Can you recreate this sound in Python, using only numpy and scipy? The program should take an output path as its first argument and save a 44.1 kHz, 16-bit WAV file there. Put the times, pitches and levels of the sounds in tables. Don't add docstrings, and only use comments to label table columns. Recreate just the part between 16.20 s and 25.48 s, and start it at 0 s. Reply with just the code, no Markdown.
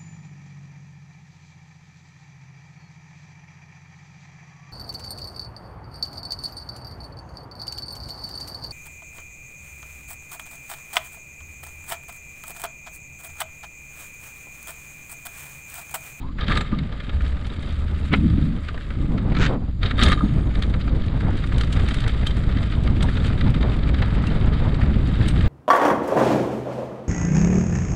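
import sys
import numpy as np
from scipy import signal
from scipy.fft import rfft, irfft
from scipy.io import wavfile
from scipy.ndimage import uniform_filter1d

SR = 44100
rng = np.random.default_rng(int(sys.argv[2]) if len(sys.argv) > 2 else 0)


def pcm_store(signal):
    levels = np.round(np.clip(np.atleast_2d(signal), -1, 1) * 32767)
    wavfile.write(sys.argv[1], SR, levels.astype(np.int16).T)


N = 409248
TIME = np.arange(N) / SR


# t/s, speed/speed on the straight
SPEED = [(0, 0.73), (1.5, 0.8), (2.6, 0.69), (3.6, 0.88), (4.6, 1.016), (6.0, 0.97), (7.0, 1.04),
         (8.2, 1.052), (9.28, 1.042)]
# t/s, duration/s, buffet level/dB, flutter level/dB, rush level/dB
GUSTS = [(1.915, 0.41, -26, -33, -49.5), (2.777, 0.14, -22.5, -25, -50), (2.924, 0.31, -22, -22.5, -36),
         (3.339, 0.02, -33, -26, -23.5), (5.022, 0.07, -19, -23, -36), (5.405, 0.78, -25.5, -48, -46),
         (6.68, 0.16, -24, -25, -44), (7.253, 0.025, -18, -22, -62), (7.448, 0.093, -35, -27, -35),
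         (8.01, 0.54, -35, -28.5, -39), (8.608, 0.58, -38, -27, -51)]
# f/Hz, level/dB
BUFFET = [(8, -2), (20, 1.5), (33, -2.5), (46, 6.5), (66, -1.5), (86, -0.5), (108, -7.5), (135, -19.5),
          (250, -68.5), (2000, -130)]
FLUTTER = [(70, -19.5), (115, 2.5), (155, 0), (220, -3.5), (290, -8.5), (360, -17), (500, -39),
           (1500, -110)]
RUSH = [(200, -13), (380, 4), (550, 0.5), (750, -4.5), (1000, -7.5), (1500, -13.5), (2500, -26.5),
        (5000, -43), (16000, -100)]
def wind():
    speed, = curves(SPEED)
    start, length, *gust_db = np.transpose(GUSTS)
    gust_buffet, gust_flutter, gust_rush = [swells(start, length, db, 0.04, 0.061) for db in gust_db]
    start, length, *_, thump_db = np.transpose(IMPACTS)
    thump = swells(start, length, thump_db, 0.0092, 0.045)
    buffet = np.linalg.norm([from_db(-20) * speed ** 3.24, gust_buffet, thump], axis=0)
    flutter = np.linalg.norm([from_db(-27) * speed ** 3.48, gust_flutter, from_db(-8) * thump], axis=0)
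    rush = np.linalg.norm([from_db(-39.5) * speed ** 3.04, gust_rush, from_db(-14) * thump], axis=0)
    flicker, surges = drift(15.8), from_db(drift(2.7))
    travelled = np.cumsum(1.17 * speed ** .9)
    eddies = colour(rng.standard_normal(2 * N), BUFFET)
    low = buffet * steady(np.interp(travelled, np.arange(2 * N), eddies), 0.055)
    middle = flutter * steady(colour(noise(), FLUTTER) * from_db(2 * flicker), 0.083)
    high = rush * steady(colour(noise(), RUSH) * from_db(3.16 * flicker), 0.21)
    bands = from_db(1.8 * flicker) * low + middle + from_db(-9 * airborne()) * high
    return surges * from_db(-1.5 * airborne()) * bands


# t/s, frame level/dB, chain level/dB
KNOCKS = [(0.187, -26, -60), (0.209, -45, -28), (0.27, -36, -31), (0.281, -20.5, -27), (0.302, -21, -48),
          (0.319, -16.5, -38), (0.372, -17, -21.5), (0.409, -23.5, -25), (0.521, -31, -60),
          (0.587, -28.5, -32.5), (0.7243, -34, -38), (0.802, -29.5, -37.5), (0.893, -27.5, -39),
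          (1.006, -28, -54), (2.485, -23, -35), (2.704, -30, -42), (2.979, -28.5, -34),
          (3.1494, -23.5, -31), (3.1678, -19.5, -30), (3.262, -24, -33), (3.631, -23.5, -23),
          (3.7097, -20.5, -29), (3.792, -20, -36), (3.814, -15, -19.5), (3.825, -22, -13.5),
          (3.8623, -33, -18), (3.882, -17, -36), (3.918, -15.5, -28), (3.9276, -17, -18), (4.354, -32, -31),
          (4.4232, -29.5, -24.5), (4.433, -30, -32), (4.539, -26.5, -33), (5.238, -24, -38),
          (5.4094, -22.5, -28), (5.435, -29, -27.5), (5.597, -24, -33), (5.7086, -24.5, -29),
          (5.74, -29, -45), (5.839, -27, -31), (5.877, -25, -34), (5.894, -27, -30), (5.919, -40, -36),
          (6.068, -38, -20.5), (6.109, -36, -28.5), (6.37, -26, -31), (6.4288, -28, -35),
          (6.674, -25.5, -32), (6.807, -28, -31), (6.8257, -27, -23), (6.973, -32, -31.5),
          (7.2102, -24.5, -28), (7.263, -31, -37), (7.344, -26.5, -33), (7.427, -24.5, -31.5),
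          (7.743, -25.5, -28), (7.822, -20.5, -28), (9.208, -24, -36)]
# f/Hz, bandwidth/Hz, level/dB
FRAME_MODES = [(1211, 64, -1.5), (1326, 64, -1.5), (1537, 120, -8), (1682, 170, -1.5), (2170, 180, -11)]
CHAIN_MODES = [(3125, 166, 4), (3667, 183, 6), (3865, 79, 5.5), (4130, 110, -1.5), (4600, 250, -3)]
# f/Hz, level/dB
CRACK = [(200, -29), (400, 6), (700, 0.5), (1000, -5.5), (1250, 8.5), (2000, 4.5), (2800, 1), (4600, -10.5),
         (5300, -24.5), (8000, -25.5), (11000, -54.5), (15000, -68)]
def frame_and_chain(small_knocks_per_s=7.4):
    s, frame_db, chain_db = np.transpose(KNOCKS)
    soil, _ = ground()
    small_knocks = soil * grains(small_knocks_per_s, 1.1)
    blows = strikes(s, frame_db) + from_db(5) * small_knocks
    slaps = strikes(s, chain_db) + from_db(4) * small_knocks
    rattle = loose_parts()
    frame = from_db(-5) * chatter(blows, 0.0026, 0.038, tail_db=-25, tail_t60=0.25)
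    chain = from_db(1.5) * chatter(slaps, 0.0013, 0.013, tail_db=-23.5, tail_t60=0.072)
    ringing = resonate(from_db(12.5) * blows + from_db(-2.5) * frame + from_db(-9) * rattle, FRAME_MODES)
    jingle = resonate(from_db(-2) * chain + from_db(-14) * rattle, CHAIN_MODES)
    hum = from_db(-15.5) * resonate(rattle, [(1226, 20, 1.5), (3696, 30, -4)])
    thin_ring = from_db(5.5) * resonate(slaps, [(3130, 11, 2), (3950, 18, 0)])
    crack = colour(from_db(-1) * frame + from_db(-6.5) * chain + from_db(-22) * rattle, CRACK)
    return ringing + jingle + hum + thin_ring + crack


# t/s, duration/s, rattle level/dB, soil level/dB, leaf level/dB, air thump level/dB
IMPACTS = [(0.203, 0.029, -29.5, -49, -74, -29), (0.298, 0.075, -23, -43, -57, -21.5),
           (3.213, 0.058, -38, -34.5, -58, -26.5), (3.631, 0.051, -35, -36.5, -64, -23.5),
           (3.782, 0.15, -21, -40.5, -53, -21.5)]
def loose_parts(attack_s=0.011, release_s=0.0063, settle_s=0.092):
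    start, length, level_db, *_ = np.transpose(IMPACTS)
    settling = swells(start, length, level_db - 10, attack_s, settle_s) * (1 - airborne())
    shaking = np.maximum(swells(start, length, level_db, attack_s, release_s), settling)
    return shaking * steady(chatter(grains(240, 0.85), 0.00034, 0.009), 0.061)


# t/s, boom level/dB, shudder level/dB
JOLTS = [(0.284, -21.5, -30), (0.527, -15.5, -34.5), (1.928, -17, -21), (2.03, -20, -19.5),
         (2.055, -12, -34), (2.181, -19.5, -21.5), (3.17, -15.5, -25), (3.823, -14, -24.5),
         (4.035, -14.5, -20.5), (6.364, -19, -46)]
# f/Hz, bandwidth/Hz, level/dB
MOUNT_MODES = [(150, 5.9, -5), (210, 38, 6.5), (299, 41, 0.5)]
# f/Hz, level/dB
SHUDDER = [(60, -5), (105, 0), (150, 4), (230, 0.5), (300, -4.5), (370, -23), (1000, -53.5), (4000, -90.5)]
def jolts(hold_s=0.094):
    s, boom_db, shudder_db = np.transpose(JOLTS)
    boom = from_db(24.5) * resonate(strikes(s, boom_db), MOUNT_MODES)
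    envelope = swells(s, np.full(len(s), hold_s), shudder_db, 0.025, 0.087)
    return boom + envelope * steady(colour(noise(), SHUDDER) * from_db(2 * drift(19)), 0.072)


# f/Hz, level/dB
SOIL = [(100, -18), (330, -12.5), (560, -2.5), (800, -16.5), (1080, -2.5), (1230, 6.5), (1500, 3.5),
        (2200, 2), (2800, -1.5), (3800, -2.5), (4200, -9.5), (4750, -10.5), (5250, -20), (16000, -100)]
LEAVES = [(2500, -32.5), (5200, -3.5), (6200, -4), (7200, 4), (8000, 4.5), (9200, -4), (10600, -5),
          (11600, -22), (14000, -45), (16000, -74.5)]
def tyres():
    soil, leaves = ground()
    start, length, _, soil_db, leaves_db, _ = np.transpose(IMPACTS)
    soil = from_db(-1.67) * soil + swells(start, length, soil_db, 0.0089, 0.012)
    leaves = from_db(2.5) * leaves + swells(start, length, leaves_db, 0.0099, 0.02)
    load = from_db(2 * drift(25))
    crackles = rms_one(chatter(grains(55, 1.3), .002, .022, tail_db=-30, tail_t60=.04))
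    crunch = colour(steady(grains(6000, 1.6) * noise(), .06) + .65 * crackles, SOIL)
    breaks = rms_one(chatter(grains(90, 1.8), .0005, .008, tail_db=-28, tail_t60=.03))
    rustle = colour(steady(grains(4000, 2) * noise(), .05) + .5 * breaks + .35 * crackles, LEAVES)
    rustle *= from_db(1.8 * drift(14))
    bumps = grains(70, 1)
    frame_ticks = resonate(chatter(bumps, .0005, 0.019, tail_db=-33), FRAME_MODES)
    chain_ticks = resonate(chatter(bumps, 0.00052, 0.008, tail_db=-13.5), CHAIN_MODES)
    ticks = rms_one(frame_ticks + from_db(-0.5) * chain_ticks)
    return load * (soil * (from_db(-1.5) * crunch + from_db(-6) * ticks) + from_db(-3) * leaves * rustle)


# t/s, soil level/dB, leaf level/dB
TURN = [(0.55, -47, -76.5), (1.16, -46, -65), (1.34, -45.5, -67.5), (2.16, -46, -67.5), (3.05, -48, -71.5)]
STRAIGHT = [(4.1, -47, -70), (5.01, -44.5, -70), (5.63, -40, -62), (6.51, -42.5, -69), (7.03, -38.5, -62),
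            (7.25, -41, -67), (8.67, -41.5, -68), (8.92, -41, -65.5), (9.28, -37.5, -63.5)]
def ground(flight_db=-10):
    return [from_db(db + flight_db * airborne()) for db in curves(np.vstack([TURN, STRAIGHT]))]


# take-off t/s, landing t/s
FLIGHTS = [(-0.1, 0.183), (3.36, 3.631)]
def airborne(lift_s=0.033, touch_s=0.014):
    return sum(np.clip(np.minimum((TIME - up) / lift_s, (down - TIME) / touch_s) + 1, 0, 1)
               for up, down in FLIGHTS)


# t/s, duration/s, f/Hz, level/dB
DRUMS = [(0.954, 0.086, 64.6, -20), (1.496, 0.72, 74.8, -26), (2.296, 0.4, 71.7, -32)]
def tread(width_hz=2.5):
    return sum(swells([s], [length], [db], 0.022, 0.11)
               * steady(resonate(noise(), [(hz, width_hz, 0)]), 0.15) for s, length, hz, db in DRUMS)


# start t/s, end t/s, start f/Hz, end f/Hz, bandwidth/Hz, level/dB
GROWLS = [(0.55, 0.657, 217, 136, 22, -24), (2.034, 2.328, 249.6, 185.5, 22, -33)]
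def growls():
    return sum(glide(*row) for row in GROWLS)


# t/s, f/Hz, level/dB, T60/s
RINGS = [(0.303, 1187, -22, .1), (0.373, 1220, -25.5, .16), (0.527, 1205, -30.5, 0.13),
         (3.827, 1280, -19, .06), (3.829, 3750, -23, 0.059), (3.884, 1247, -25, 0.084),
         (3.918, 1220, -16.5, 0.098), (3.929, 3880, -20, 0.044), (3.974, 1216, -25, 0.068),
         (4.007, 1233, -17.5, 0.069), (6.071, 3170, -23, 0.055), (6.676, 1215, -26, .06),
         (8.073, 2780, -25, 0.038)]
def rings(attack_s=0.0012):
    out, wobble = np.zeros(N), .55 * drift(110)
    for s, hz, db, t60 in RINGS:
        span = slice(int(s * SR), int(s * SR) + SR // 2)
        age = TIME[span] - s
        envelope = from_db(db - 60 * age / t60) * (1 - np.exp(-age / attack_s))
        out[span] += envelope * np.sin(2 * np.pi * hz * age + wobble[span])
    return out * from_db(2.2 * drift(60))


# t/s, f/Hz, level/dB
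CLACKS = [(0.241, 3500, -41), (0.354, 3800, -33), (1.062, 3500, -40), (2.544, 1200, -33.5),
          (2.576, 1730, -38.5), (3.12, 2180, -36), (3.659, 3780, -29.5), (4.613, 3760, -37.5),
          (4.678, 1310, -31.5), (5.006, 1660, -33.5), (5.321, 1550, -33.5), (5.562, 2170, -39),
          (5.685, 2190, -30), (5.863, 1930, -34), (6.03, 2100, -36), (6.521, 3190, -38.5),
          (6.886, 1750, -33), (6.971, 1400, -31), (7.1, 1450, -33.5), (7.279, 1590, -38),
          (7.689, 2194, -35), (8.038, 1290, -31.5), (8.614, 2160, -30.5), (9.012, 1720, -31.5)]
def clacks(relative_bandwidth=0.22, size=4096):
    notes, cracks = np.zeros((2, N + size))
    click = signal.unit_impulse(size, size // 4)
    for s, hz, db in CLACKS:
        burst = from_db(db) * chatter(click, 0.0016, 0.042, tail_db=-27, tail_t60=0.095)
        first = int(s * SR) - size // 4
        notes[first:first + size] += resonate(burst, [(hz, relative_bandwidth * hz, 0)])[:size]
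        cracks[first:first + size] += burst
    hollow = colour(notes[:N], [(4000, -5.5), (4700, -2), (5400, -13.5), (16000, -35)])
    return from_db(-5.5) * hollow + from_db(-3) * colour(cracks[:N], CRACK)


# t/s, level/dB
SNAPS = [(0.373, -34), (0.409, -40), (1.268, -41.5), (1.929, -40), (3.8344, -17.5), (3.8856, -29),
         (3.918, -30), (4.424, -35.5), (5.382, -33), (5.411, -32), (5.527, -30), (5.687, -34.5),
         (5.743, -31), (5.805, -37), (5.879, -34), (6.0688, -30), (6.8267, -30), (8.069, -35.5),
         (9.085, -29.5)]
# f/Hz, level/dB
SNAP_SPECTRUM = [(1500, 1.5), (3500, 11.5), (5500, -2.5), (8300, -3), (10500, -11), (12000, -23.5),
                 (14000, -34), (16000, -50)]
def snaps(grit_per_s=4.3):
    s, level_db = np.transpose(SNAPS)
    _, leaves = ground()
    cracks = strikes(s, level_db) + from_db(19.5) * leaves * grains(grit_per_s, 1.6)
    return from_db(2.5) * colour(chatter(cracks, 0.0018, 0.013, tail_db=-9, tail_t60=0.11), SNAP_SPECTRUM)


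# f/Hz, bandwidth/Hz, level/dB
SCUFF_MODES = [(404, 49, -10.5), (1380, 340, -10.5), (2130, 150, -5.5), (3020, 1150, -18)]
def scuff(at_s=1.941, rise_s=0.0085, fall_s=0.0071, level_db=-13.5):
    swell = np.exp(-np.maximum((at_s - TIME) / rise_s, (TIME - at_s) / fall_s))
    rasp = resonate(grains(4000, 1.3) * noise(), SCUFF_MODES)
    dulled = signal.sosfilt(signal.butter(6, 4200, fs=SR, output="sos"), rasp)
    return from_db(level_db) * swell * steady(dulled, 0.016)


# f/Hz, level/dB
BARK = [(600, -16), (1400, 5.5), (3700, -5.5), (5200, -15.5), (7600, -17.5), (8700, -40), (14000, -58)]
def log_rasp(start_s=3.214, end_s=3.266, rise_s=0.021, stop_s=0.0053, level_db=-27):
    envelope = swells([start_s], [end_s - start_s], [level_db], rise_s, stop_s)
    return envelope * steady(colour(grains(1500, 1.8) * noise(), BARK), 0.011)


# t/s, duration/s, level/dB
SCRUBS = [(5.04, 0.06, -41.5), (7.84, 0.36, -43.5), (8.333, 0.38, -45)]
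# f/Hz, level/dB
SCRUB_SPECTRUM = [(300, -23), (700, -1.5), (1400, 3), (2000, 0), (3000, -21), (5000, -32), (12000, -75)]
def scrubs():
    start, length, level_db = np.transpose(SCRUBS)
    grit = steady(colour(grains(1500, 2.7) * noise(), SCRUB_SPECTRUM), 0.071)
    return swells(start, length, level_db, .03, 0.047) * grit


# t/s, level/dB
PUFFS = [(5.085, -27), (6.851, -27), (7.275, -28), (7.447, -25), (7.833, -26.5), (8.467, -25.5),
         (8.601, -27)]
def puffs(half_s=0.0178):
    return sum(glide(s - half_s, s + half_s, 1050, 532, 330, db - 6.5) for s, db in PUFFS)


# start t/s, end t/s, start f/Hz, end f/Hz, bandwidth/Hz, level/dB
WHISTLES = [(0, 0.125, 817, 1224, 130, -46), (3.0, 3.421, 643, 1088, 220, -51)]
def whistles():
    return sum(glide(*row) for row in WHISTLES)


# t/s, f/Hz, level/dB
SPOKES = [(0.373, 7760, -42), (0.412, 7400, -45), (6.07, 7760, -44), (6.828, 8250, -45),
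          (9.083, 8370, -33.5)]
def spokes(width_hz=260):
    return sum(resonate(chatter(strikes([s], [db]), 0.0024, 0.027, tail_db=-15, tail_t60=0.25),
                        [(hz, width_hz, 0)]) for s, hz, db in SPOKES)


# f/Hz, bandwidth/Hz, level/dB
TUBE_MODES = [(575, 47, 4), (1210, 60, 3), (2110, 200, -5)]
def frame_drone(level_db=-51.5, flight_db=-10):
    drone = rms_one(resonate(grains(400, 1) * noise(), TUBE_MODES))
    return from_db(level_db + flight_db * airborne()) * drone


# f/Hz, level/dB
DISC_PARTIALS = [(6640, -67), (6840, -70), (7480, -75), (8333, -68), (9351, -73), (9640, -73), (10218, -75)]
def brake_disc(at_s=3.835, t60=3.2, clang_db=13, clang_t60=0.27, width_hz=14):
    age = np.maximum(TIME - at_s, 0)
    fade = from_db(-60 * age / t60) + from_db(clang_db - 60 * age / clang_t60)
    partials = sum(from_db(db) * rough_tone(2 * np.pi * hz * age, width_hz) for hz, db in DISC_PARTIALS)
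    return (age > 0) * fade * partials


# f/Hz, bandwidth/Hz, level/dB
FREEWHEEL_MODES = [(2100, 2900, 5), (3160, 860, 8), (4100, 690, 4), (4800, 130, 8), (7000, 230, -0.5)]
def freewheel(clicks_per_s=340, flight_db=-62.5, grounded_db=-66.5):
    teeth = np.floor(np.cumsum(clicks_per_s * (1 + 0.028 * drift(3.5))) / SR)
    ticks = chatter(np.diff(teeth, prepend=0), .0001, 0.0072, tail_db=-40, tail_t60=.01)
    level_db = grounded_db + (flight_db - grounded_db) * airborne()
    return from_db(level_db) * rms_one(resonate(ticks, FREEWHEEL_MODES))


def from_db(db):
    return 10 ** (np.asarray(db) / 20)


def rms_one(x):
    return x / np.sqrt(np.mean(x ** 2) + 1e-20)


def steady(x, seconds):
    return x / np.sqrt(np.abs(uniform_filter1d(x ** 2, int(seconds * SR))) + 1e-12)


def noise():
    return rng.standard_normal(N)


def drift(corner_hz, hop=40):
    pole = np.exp(-2 * np.pi * hop * corner_hz / SR)
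    slow = signal.lfilter([1], [1, -2 * pole, pole * pole], rng.standard_normal(N // hop + 2002))[2000:]
    return np.interp(np.arange(N) / hop, np.arange(len(slow)), rms_one(slow))


def rough_tone(phase, width_hz):
    return drift(width_hz) * np.cos(phase) + drift(width_hz) * np.sin(phase)


def glide(start, end, from_hz, to_hz, width_hz, level_db):
    phase = 2 * np.pi * np.cumsum(np.interp(TIME, [start, end], [from_hz, to_hz])) / SR
    swell = np.sqrt(np.abs(np.sin(np.pi * np.clip((TIME - start) / (end - start), 0, 1))))
    return from_db(level_db) * swell * rough_tone(phase, width_hz)


def colour(x, spectrum, size=16384):
    hz, db = np.transpose(spectrum)
    grid = np.maximum(np.arange(size // 2 + 1) * SR / size, 1)
    cepstrum = irfft(np.log(from_db(np.interp(np.log(grid), np.log(hz), db))))
    response = irfft(np.exp(rfft(2 * cepstrum[:size // 2], size)))
    return signal.oaconvolve(x, response / np.linalg.norm(response))[:len(x)]


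def resonate(x, modes, size=8192):
    t = np.arange(size) / SR
    response = sum((-1) ** k * from_db(db) * width * np.exp(-np.pi * width * t)
                   * np.sin(2 * np.pi * hz * t) for k, (hz, width, db) in enumerate(modes))
    return signal.oaconvolve(x, response / np.linalg.norm(response))[:N]


def grains(per_s, spread_db):
    sizes = from_db(spread_db * np.minimum(rng.exponential(1, N), 4))
    return sizes * (rng.random(N) < per_s / SR)


def strikes(times, levels_db):
    clicks = np.zeros(N)
    clicks[np.clip(np.round(np.asarray(times) * SR).astype(int), 0, N - 1)] = from_db(levels_db)
    return clicks


def chatter(clicks, rise_s, t60, tail_db=-20, tail_t60=0.38, size=8192):
    t = (np.arange(size) - size // 8) / SR - rise_s
    age = np.maximum(t, 0)
    decay = from_db(-60 * age / t60) + from_db(tail_db - 60 * age / tail_t60)
    shape = np.exp(np.minimum(t, 0) / (1.51 * rise_s)) * decay
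    power = signal.oaconvolve(clicks ** 2, (shape / shape.max()) ** 2)[size // 8:][:len(clicks)]
    return np.sqrt(np.abs(power)) * rng.standard_normal(len(clicks))


def curves(rows):
    s, *columns = np.transpose(rows)
    return [np.interp(TIME, s, column) for column in columns]


def swells(starts, lengths, levels_db, attack_s, release_s):
    t, power = TIME[::20], 0
    for s, length, db in zip(starts, lengths, levels_db):
        fallen = np.maximum(np.maximum((s - t) / attack_s, (t - s - length) / release_s), 0)
        power = power + (from_db(db) * np.exp(-fallen)) ** 2
    return np.interp(TIME, t, np.sqrt(power))


def scene():
    air = wind() + puffs() + whistles()
    trail = tyres() + tread() + growls() + scrubs() + clacks() + scuff() + log_rasp() + snaps()
    metal = frame_and_chain() + rings() + frame_drone() + brake_disc() + spokes() + freewheel()
    return (air + trail + metal + jolts())[None]


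def record(dry, cutoff_hz=15400):
    return signal.sosfilt(signal.ellip(10, .1, 80, cutoff_hz, fs=SR, output="sos"), dry)


dry = scene()
out = record(dry)
pcm_store(out)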